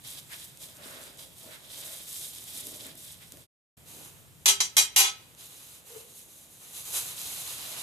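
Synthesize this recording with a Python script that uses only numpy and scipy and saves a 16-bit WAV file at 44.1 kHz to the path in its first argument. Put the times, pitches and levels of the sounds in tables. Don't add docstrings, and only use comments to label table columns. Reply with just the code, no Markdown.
import sys
import numpy as np
from scipy import signal
from scipy.fft import rfft, irfft
from scipy.io import wavfile
from scipy.ndimage import uniform_filter1d

SR = 44100
rng = np.random.default_rng(int(sys.argv[2]) if len(sys.argv) > 2 else 0)


def store_pcm(level_fs):
    pcm = np.round(np.clip(level_fs, -1, 1) * 32767).astype(np.int16)
    wavfile.write(sys.argv[1], SR, np.atleast_2d(pcm).T)


N = 344862
TIME = np.arange(N) / SR
SILENT_FROM_S, SILENT_TO_S = 3.468, 3.768
TOP_HZ = 14500


def undb(db):
    return 10 ** (np.asarray(db) / 20)


def unit(x):
    return x / np.sqrt(np.mean(x ** 2))


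def bins(n):
    return np.maximum(np.fft.rfftfreq(n, 1 / SR), 1)


def along(points, hz):
    f, *columns = np.transpose(points)
    return [np.interp(np.log(hz), np.log(f), c) for c in columns]


def colour(x, points):
    hz = bins(N)
    return unit(irfft(rfft(x) * undb(along(points, hz)[0]) * (hz < TOP_HZ), N))


def noise_band(shape, hz, width_hz):
    b, a = signal.iirpeak(hz, hz / width_hz, fs=SR)
    once = signal.lfilter(b, a, rng.standard_normal(shape))
    return unit(signal.lfilter(b, a, once))


def walk(per_s):
    hold = int(SR / per_s)
    steps = np.repeat(rng.standard_normal(N // hold + 1), hold)
    return unit(uniform_filter1d(uniform_filter1d(steps, hold), hold)[:N])


def fade(t, t60):
    return np.exp(-np.log(1000) * t / t60)


def add(out, s, x):
    i = int(s * SR)
    out[..., i:i + x.shape[-1]] += x[..., :N - i]


def grains(shape, per_s, spread_db):
    chance = rng.random(shape) * SR / per_s
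    hit = chance < 1
    sign = rng.integers(0, 2, shape, dtype=np.int8) * 2 - 1
    size = np.minimum(-np.log(chance[hit]), 6)
    out = np.zeros(shape)
    out[hit] = sign[hit] * undb(spread_db * size)
    return unit(out)


def friction(spectrum, db, per_s, spread_db, flutter_db):
    slips = grains((2, N), per_s, spread_db) * undb(flutter_db * walk(70))
    return undb(db) * colour(slips, spectrum)


def efforts(starts, lengths, levels_db, attack_s, release_s, sag_db_per_s):
    t = TIME[:SR]
    push = np.sin(np.pi / 2 * np.minimum(t / attack_s, 1)) ** 2 * undb(-sag_db_per_s * t)
    moves = np.zeros((len(starts), N))
    for move, s, length_s in zip(moves, starts, lengths):
        add(move, s, push * np.exp(-np.maximum(t - length_s, 0) / release_s))
    return np.sqrt(undb(levels_db) ** 2 @ moves ** 2)


def swell(s, length_s, hz, width_hz, db):
    t = TIME[:int(4 * length_s * SR)]
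    bell = np.exp(-2 * (t / length_s - 2) ** 2)
    out = np.zeros((2, N))
    add(out, s - 2 * length_s, undb(db) * noise_band((2, len(t)), hz, width_hz) * bell)
    return out


def microphones(pair, path):
    scatter_db, pan_db, lead = along(path, bins(N))
    direct, scatter = rfft(pair[0]), rfft(pair[1]) * undb(scatter_db)
    left = (direct + scatter) * undb(pan_db / 2)
    right = (direct - scatter) * undb(-pan_db / 2) * np.exp(-1j * lead)
    return irfft(np.array([left, right]) / np.hypot(1, undb(scatter_db)), N)


# t/s, relative level/dB
RUMBLE_COURSE = [(0, -60), (2, -61.5), (3.4, -59), (4, -58.5), (4.6, -58.5), (5.6, -64.5), (6.6, -65),
                 (7.1, -58), (7.8, -59.5)]
# f/Hz, relative level/dB
RUMBLE_SPECTRUM = [(15, -36), (28, -23), (45, -10), (75, -1), (110, 1.5), (155, 1.5), (220, -8.5),
                   (400, -24)]
HISS_SPECTRUM = [(120, -8.5), (250, 9), (500, 7.5), (1000, 3), (1900, 1), (3700, 0.5), (5300, -12.5),
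                 (7200, 1), (14000, -1.5)]


def handling_and_hiss(rumble_db, hiss_db, waver_db):
    course_db = np.interp(TIME, *np.transpose(RUMBLE_COURSE))
    rumble = undb(rumble_db + course_db) * colour(rng.standard_normal((2, N)), RUMBLE_SPECTRUM)
    hiss = undb(hiss_db + waver_db * walk(11)) * colour(rng.standard_normal((2, N)), HISS_SPECTRUM)
    return rumble + hiss


# t/s, length/s, rasp level/dB, scrape drive relative to rasp/dB
SAW_STROKES = [(0.019, 0.17, -43.5, -4), (0.277, 0.17, -44.5, -6.5), (0.44, 0.063, -55.5, -7),
               (0.576, 0.071, -42.5, -7), (0.67, .05, -56.5, -6), (0.793, 0.3, -48.5, -5),
               (1.152, 0.08, -45.5, -6), (1.33, 0.15, -51.5, -5), (1.478, .075, -50.5, -1.5),
               (1.593, 0.21, -55.5, -3), (1.67, 0.11, -45.5, -5.5), (1.738, 0.31, -41, -9),
               (2.034, 0.1, -43, -8), (2.104, 0.08, -39.5, -8.5), (2.161, 0.12, -39.5, -8),
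               (2.292, 0.15, -44, -8), (2.43, 0.077, -44, -5), (2.497, 0.11, -39.5, -6),
               (2.607, 0.16, -43, -9), (2.764, .13, -47, -4.5), (2.95, 0.18, -46.5, -8),
               (3.16, 0.29, -58, -8)]
# t/s, length/s, hollow note drive/dB, tearing drive/dB
DEEP_CUTS = [(0.568, 0.15, -65.5, -66), (0.752, .27, -57, -59), (1.048, 0.27, -65, -69),
             (1.388, 0.11, -58, -59), (1.584, 0.105, -63.5, -76), (1.737, 0.22, -60, -69),
             (2.597, 0.3, -60.5, -55.5), (3.29, .1, -63, -59.5)]
# f/Hz, relative level/dB
CRUST_RASP = [(1200, -30), (3000, -15), (5000, -5.5), (6200, -2.5), (7500, 1), (10000, 2), (12000, 0),
              (14400, -2.5)]
BLADE_SCRAPE = [(700, -13), (1400, -10.5), (2200, -6.5), (2850, -5.5), (3300, 1.5), (3800, 2.5),
                (4300, -4.5), (4800, -3.5), (8000, -18.5)]
HOLLOW_BODY = [(300, -40), (520, -0.5), (595, 1.5), (645, 3), (710, -8.5), (1100, -11.5), (2000, -22.5)]
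CRUMB_TEAR = [(120, -24), (260, -3.5), (430, -6.5), (560, -20), (1200, -28.5)]


def sawing():
    starts, lengths, rasp_db, scrape_db = np.transpose(SAW_STROKES)
    crust, blade = efforts(starts, lengths, [rasp_db, rasp_db + scrape_db],
                           attack_s=0.06, release_s=0.035, sag_db_per_s=18)
    creep = undb(-60) * (TIME < SILENT_FROM_S)
    crust, blade = np.hypot(crust, creep), np.hypot(blade, undb(-7) * creep)
    starts, lengths, *body_db = np.transpose(DEEP_CUTS)
    hollow, crumb = efforts(starts, lengths, body_db, attack_s=0.062, release_s=0.063, sag_db_per_s=1.5)
    hollow, crumb = np.hypot(hollow, undb(-26) * crust), np.hypot(crumb, undb(-23.5) * crust)
    return (crust * friction(CRUST_RASP, db=0, per_s=6000, spread_db=1.5, flutter_db=1.5)
            + crust * friction(CRUST_RASP, db=-9.5, per_s=110, spread_db=1.5, flutter_db=2.5)
            + blade * friction(BLADE_SCRAPE, db=2.5, per_s=2700, spread_db=2.5, flutter_db=2)
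            + hollow * friction(HOLLOW_BODY, db=2.5, per_s=3000, spread_db=2, flutter_db=1)
            + crumb * friction(CRUMB_TEAR, db=0, per_s=1300, spread_db=3, flutter_db=2))


# peak t/s, length/s, f/Hz, level/dB
BLADE_DRAGS = [(0.329, 0.04, 1841, -45.5), (0.934, 0.23, 1590, -51), (1.533, 0.07, 1760, -51),
               (1.877, 0.15, 1856, -56), (2.87, 0.05, 2036, -52.5), (3.227, 0.034, 2200, -55.5)]


def blade_drags():
    return sum(swell(s, length_s, hz, width_hz=2200, db=db) for s, length_s, hz, db in BLADE_DRAGS)


# t/s, relative level/dB, f/Hz
SNAP_TICKS = [(0.5733, -39, 8040), (0.769, -39, 8000), (1.037, -34.5, 9000), (2.1293, -27, 9900),
              (2.6695, -27, 11000), (2.8662, -32, 8900), (2.954, -33.5, 11000), (3.321, -30, 8900),
              (3.371, -38, 7000), (5.349, -43, 7000), (6.9227, -27, 10600), (7.177, -40, 9900),
              (7.215, -26, 10500)]


def snaps(db, decay_s, width_hz):
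    out, t = np.zeros((2, N)), TIME[:SR // 50]
    for s, tick_db, hz in SNAP_TICKS:
        tick = noise_band(len(t), hz, width_hz) * np.exp(-t / decay_s)
        add(out, s, undb(tick_db + db) * tick)
    return out


# t/s, length/s, rustle drive/dB, crinkle and rub drives relative to it/dB
GLOVE_MOVES = [(3.837, 0.24, -49, -10, -12), (4.1, 0.1, -61, -13.5, -11), (4.374, 0.077, -65, -13, -23),
               (5.16, 0.18, -66, -6, -8), (5.35, 0.11, -48.5, -7.5, -14.5), (5.463, .3, -50.5, -9.5, -15),
               (5.832, 0.18, -48.5, -11.5, -12.5), (6.033, 0.11, -54, -10, -30),
               (6.121, 0.087, -48, -13, -30), (6.25, .2, -53, -12.5, -45), (6.47, 0.11, -53.5, -12, -25.5),
               (6.574, 0.18, -49.5, -10.5, -13.5), (6.708, 0.096, -40.5, -10.5, -18.5),
               (6.819, .12, -39.5, -10.5, -16.5), (6.907, 0.07, -29, -11, -15.5),
               (7.025, 0.086, -39, -9, -14), (7.131, 0.29, -38, -9, -16), (7.415, .12, -38.5, -7.5, -14),
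               (7.538, .2, -41, -6.5, -11), (7.729, .085, -39.5, -6.5, -10)]
# f/Hz, relative level/dB
GLOVE_RUSTLE = [(2500, -28), (5200, -14.5), (6200, 0), (7200, 0), (9000, -1.5), (11000, 2), (14400, -5)]
GLOVE_CRINKLE = [(1400, -22), (2500, -3), (3100, -1.5), (3900, 3.5), (4500, -2.5), (5200, -2), (7000, -19)]
CRUST_RUB = [(120, -24), (300, -3), (650, 0), (1200, 1.5), (2000, -2), (3000, 1), (5000, -38)]


def glove():
    starts, lengths, db, crinkle_db, rub_db = np.transpose(GLOVE_MOVES)
    rustle, crinkle, rub = efforts(starts, lengths, [db, db + crinkle_db, db + rub_db],
                                   attack_s=0.062, release_s=0.052, sag_db_per_s=1)
    return (rustle * friction(GLOVE_RUSTLE, db=-0.5, per_s=8800, spread_db=2, flutter_db=0.56)
            + rustle * friction(GLOVE_RUSTLE, db=-16.5, per_s=180, spread_db=2, flutter_db=0)
            + crinkle * friction(GLOVE_CRINKLE, db=2.5, per_s=5000, spread_db=2, flutter_db=0)
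            + rub * friction(CRUST_RUB, db=3, per_s=5000, spread_db=3, flutter_db=1))


# peak t/s, length/s, f/Hz, width/Hz, level/dB
ROLL_SHIFTS = [(4.0, .15, 325, 400, -58), (5.969, .16, 453, 130, -56.5), (7.691, .09, 640, 90, -56.5)]


def rolls_in_dish(knock_s, knock_hz, knock_db):
    knock = np.sin(2 * np.pi * knock_hz * TIME) * np.exp(-np.abs(TIME - knock_s) / 0.013)
    return undb(knock_db) * knock + sum(swell(*shift) for shift in ROLL_SHIFTS)


def blows(landing, rebounds):
    s, force_db, clank_db, treble_db, gap_s, rebound_db, loss_db = landing
    yield s, force_db, 0.0023, clank_db, treble_db
    for k, jitter in enumerate(0.2 * rng.uniform(-1, 1, rebounds)):
        at_s = s + (k + 1 + jitter) * gap_s
        db = rebound_db - loss_db * k ** 1.02
        yield at_s, db, 0.01, clank_db - 1.5 + 0.5 * k, treble_db - 1.5 * (k + 1)


# t/s, force/dB, relative low clank/dB, relative top treble/dB,
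# rebound gap/s, first rebound/dB, loss per rebound/dB
KNIFE_LANDINGS = [(4.457, 1.5, -0.5, 10.5, .016, 4, 6), (4.6037, 2, -5.5, -1, .017, -5.5, 13),
                  (4.7652, 1, -1.5, 10, .0105, 4.5, 5), (4.9608, 1, -1, 12, .013, 3, 2)]
# f/Hz, relative level/dB, t60/s, left minus right/dB
RING_MODES = [(398, -18, .18, 0), (800, -15, .11, -4), (925, -16, .11, -4), (1044, -12, .11, -6),
              (1296, -10, .26, -6), (1851, -8, .13, -2), (2470, -7, .13, -9), (2863, -7, .18, -2),
              (3156, -2, .16, -3), (3393, -7, .16, -5), (3433, -3.5, .19, -12), (3864, -3, .11, -10),
              (3942, -2, .15, -2), (4032, -5, .12, 2), (4710, -5, .13, 6), (4877, -7, .1, -6),
              (5537, -5, .11, 0), (5628, -4, .13, 0), (6035, -3, .1, 5), (6610, -3, .13, -3),
              (6661, -3, .13, -3), (7492, -3, .16, 0), (8616, -4, .12, 2), (9100, -6, .15, 1),
              (9970, -3.5, .1, -5), (10680, -7, .09, 8), (11255, -9, .09, -2), (12504, -6, .09, -4),
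              (13890, -14, .09, 1), (14200, -13, .09, -3)]
# f/Hz, relative level/dB
CLASH_SPECTRUM = [(150, -25), (380, -21), (600, -10.5), (950, -1), (1500, -4), (2200, 2), (4500, 3),
                  (5300, -3), (5900, 5.5), (7200, -3.5), (8000, -1), (9400, -11.5), (12500, -14.5),
                  (13300, -26)]
# f/Hz, scattered to direct/dB, left minus right/dB, left lead/rad
TABLE_PATH = [(250, -8, 0, 0), (800, -5, -2, .4), (1300, -5, -2, 2.6), (2100, -2, -3, 3.3),
              (2700, -1, -3, 6), (4300, -1, 0, 6.3), (6300, -2, 2, 6.3), (14000, -3.5, -1, 6.3)]


def knife_clatter(ring_db, clash_db, clash_t60, phase_spread, skirt_share, valley_db, patchy_db):
    t = TIME[:SR // 4]
    f = bins(len(t))
    rings, clashes = np.zeros((2, N)), np.zeros((2, N))
    hz, db, t60, pan_db = np.transpose(RING_MODES)[:, :, None]
    lead = along(TABLE_PATH, hz)[2] + phase_spread * rng.standard_normal(hz.shape)
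    pickup = np.hstack([undb(db + side * pan_db / 2) * np.exp(.5j * side * lead) for side in (1, -1)]).T
    waves = np.exp(2j * np.pi * hz * t)
    energy_decay = fade(t, np.vstack([t60, [clash_t60]])) ** 2
    skirts = 1 / (1 + ((f - hz) / (skirt_share * hz)) ** 2)
    patches = unit(uniform_filter1d(rng.standard_normal((2, len(f))), size=11))
    tilt = undb(along(CLASH_SPECTRUM, f)[0] + patchy_db * patches) * (f < TOP_HZ)
    crowd = unit(np.hypot(undb(valley_db), skirts.max(0)) * tilt)
    for landing in KNIFE_LANDINGS:
        dense = rfft(rng.standard_normal((2, len(t)))) * crowd
        for s, force_db, chatter_s, clank_db, treble_db in blows(landing, rebounds=8):
            contacts = np.exp(-t / chatter_s) * grains(len(t), per_s=2100, spread_db=4.5) ** 2
            level = np.sqrt(energy_decay * np.cumsum(contacts / contacts.sum() / energy_decay, axis=1))
            touch = [(3800, force_db + clank_db), (6000, force_db), (12500, force_db + treble_db)]
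            push = undb(along(touch, hz[:, 0])[0] + 2 * rng.standard_normal(len(hz)))
            phase = np.exp(2j * np.pi * rng.random(len(hz)))
            add(rings, s, ((pickup * push * phase) @ (waves * level[:-1])).imag)
            add(clashes, s, irfft(dense * undb(along(touch, f)[0]), len(t)) * level[-1])
    return undb(ring_db) * rings + undb(clash_db) * microphones(clashes, TABLE_PATH)


def room(x, wet_db, t60, treble_t60):
    t = TIME[:SR // 2]
    noise = rng.standard_normal((2, len(t))) * (t > .003)
    low = signal.sosfilt(signal.butter(2, 4500, fs=SR, output="sos"), noise)
    high = signal.sosfilt(signal.butter(2, 4500, "high", fs=SR, output="sos"), noise)
    tail = unit(low * fade(t, t60) + high * fade(t, treble_t60)) / np.sqrt(len(t))
    return x + undb(wet_db) * signal.fftconvolve(x, tail, axes=-1)[:, :N]


# f/Hz, scattered to direct/dB, left minus right/dB, left lead/rad
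DISH_PATH = [(60, -4, 0, 0), (250, -7, 0, 0), (700, -6, -.5, .4), (1400, -3, -1.5, 2.2),
             (2400, -1, -2.5, 4), (4000, -1, -5, 6.1), (7500, -9, -.7, 6.3), (14000, -12, .5, 6.3)]


def scene():
    dish = sawing() + glove() + blade_drags() + rolls_in_dish(knock_s=5.969, knock_hz=436.5, knock_db=-39)
    hands = microphones(dish, DISH_PATH) + snaps(db=-3.5, decay_s=0.0016, width_hz=11000)
    knife = knife_clatter(ring_db=-30, clash_db=-15.5, clash_t60=0.092, phase_spread=0.25,
                          skirt_share=0.0094, valley_db=-6.5, patchy_db=2.5)
    background = microphones(handling_and_hiss(rumble_db=1.5, hiss_db=-59.5, waver_db=-0.46), DISH_PATH)
    return (room(hands, wet_db=-15, t60=0.79, treble_t60=0.027)
            + room(knife, wet_db=-20, t60=0.48, treble_t60=0.11) + background)


def record(dry):
    fade_out = np.clip((SILENT_FROM_S - TIME) / 0.056, 0, 1)
    fade_in = np.clip((TIME - SILENT_TO_S) / 0.00631, 0, 1)
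    lowpass = signal.ellip(10, .2, 75, TOP_HZ, fs=SR, output="sos")
    return signal.sosfilt(lowpass, dry * (fade_out + fade_in))


dry = scene()
out = record(dry)
store_pcm(out)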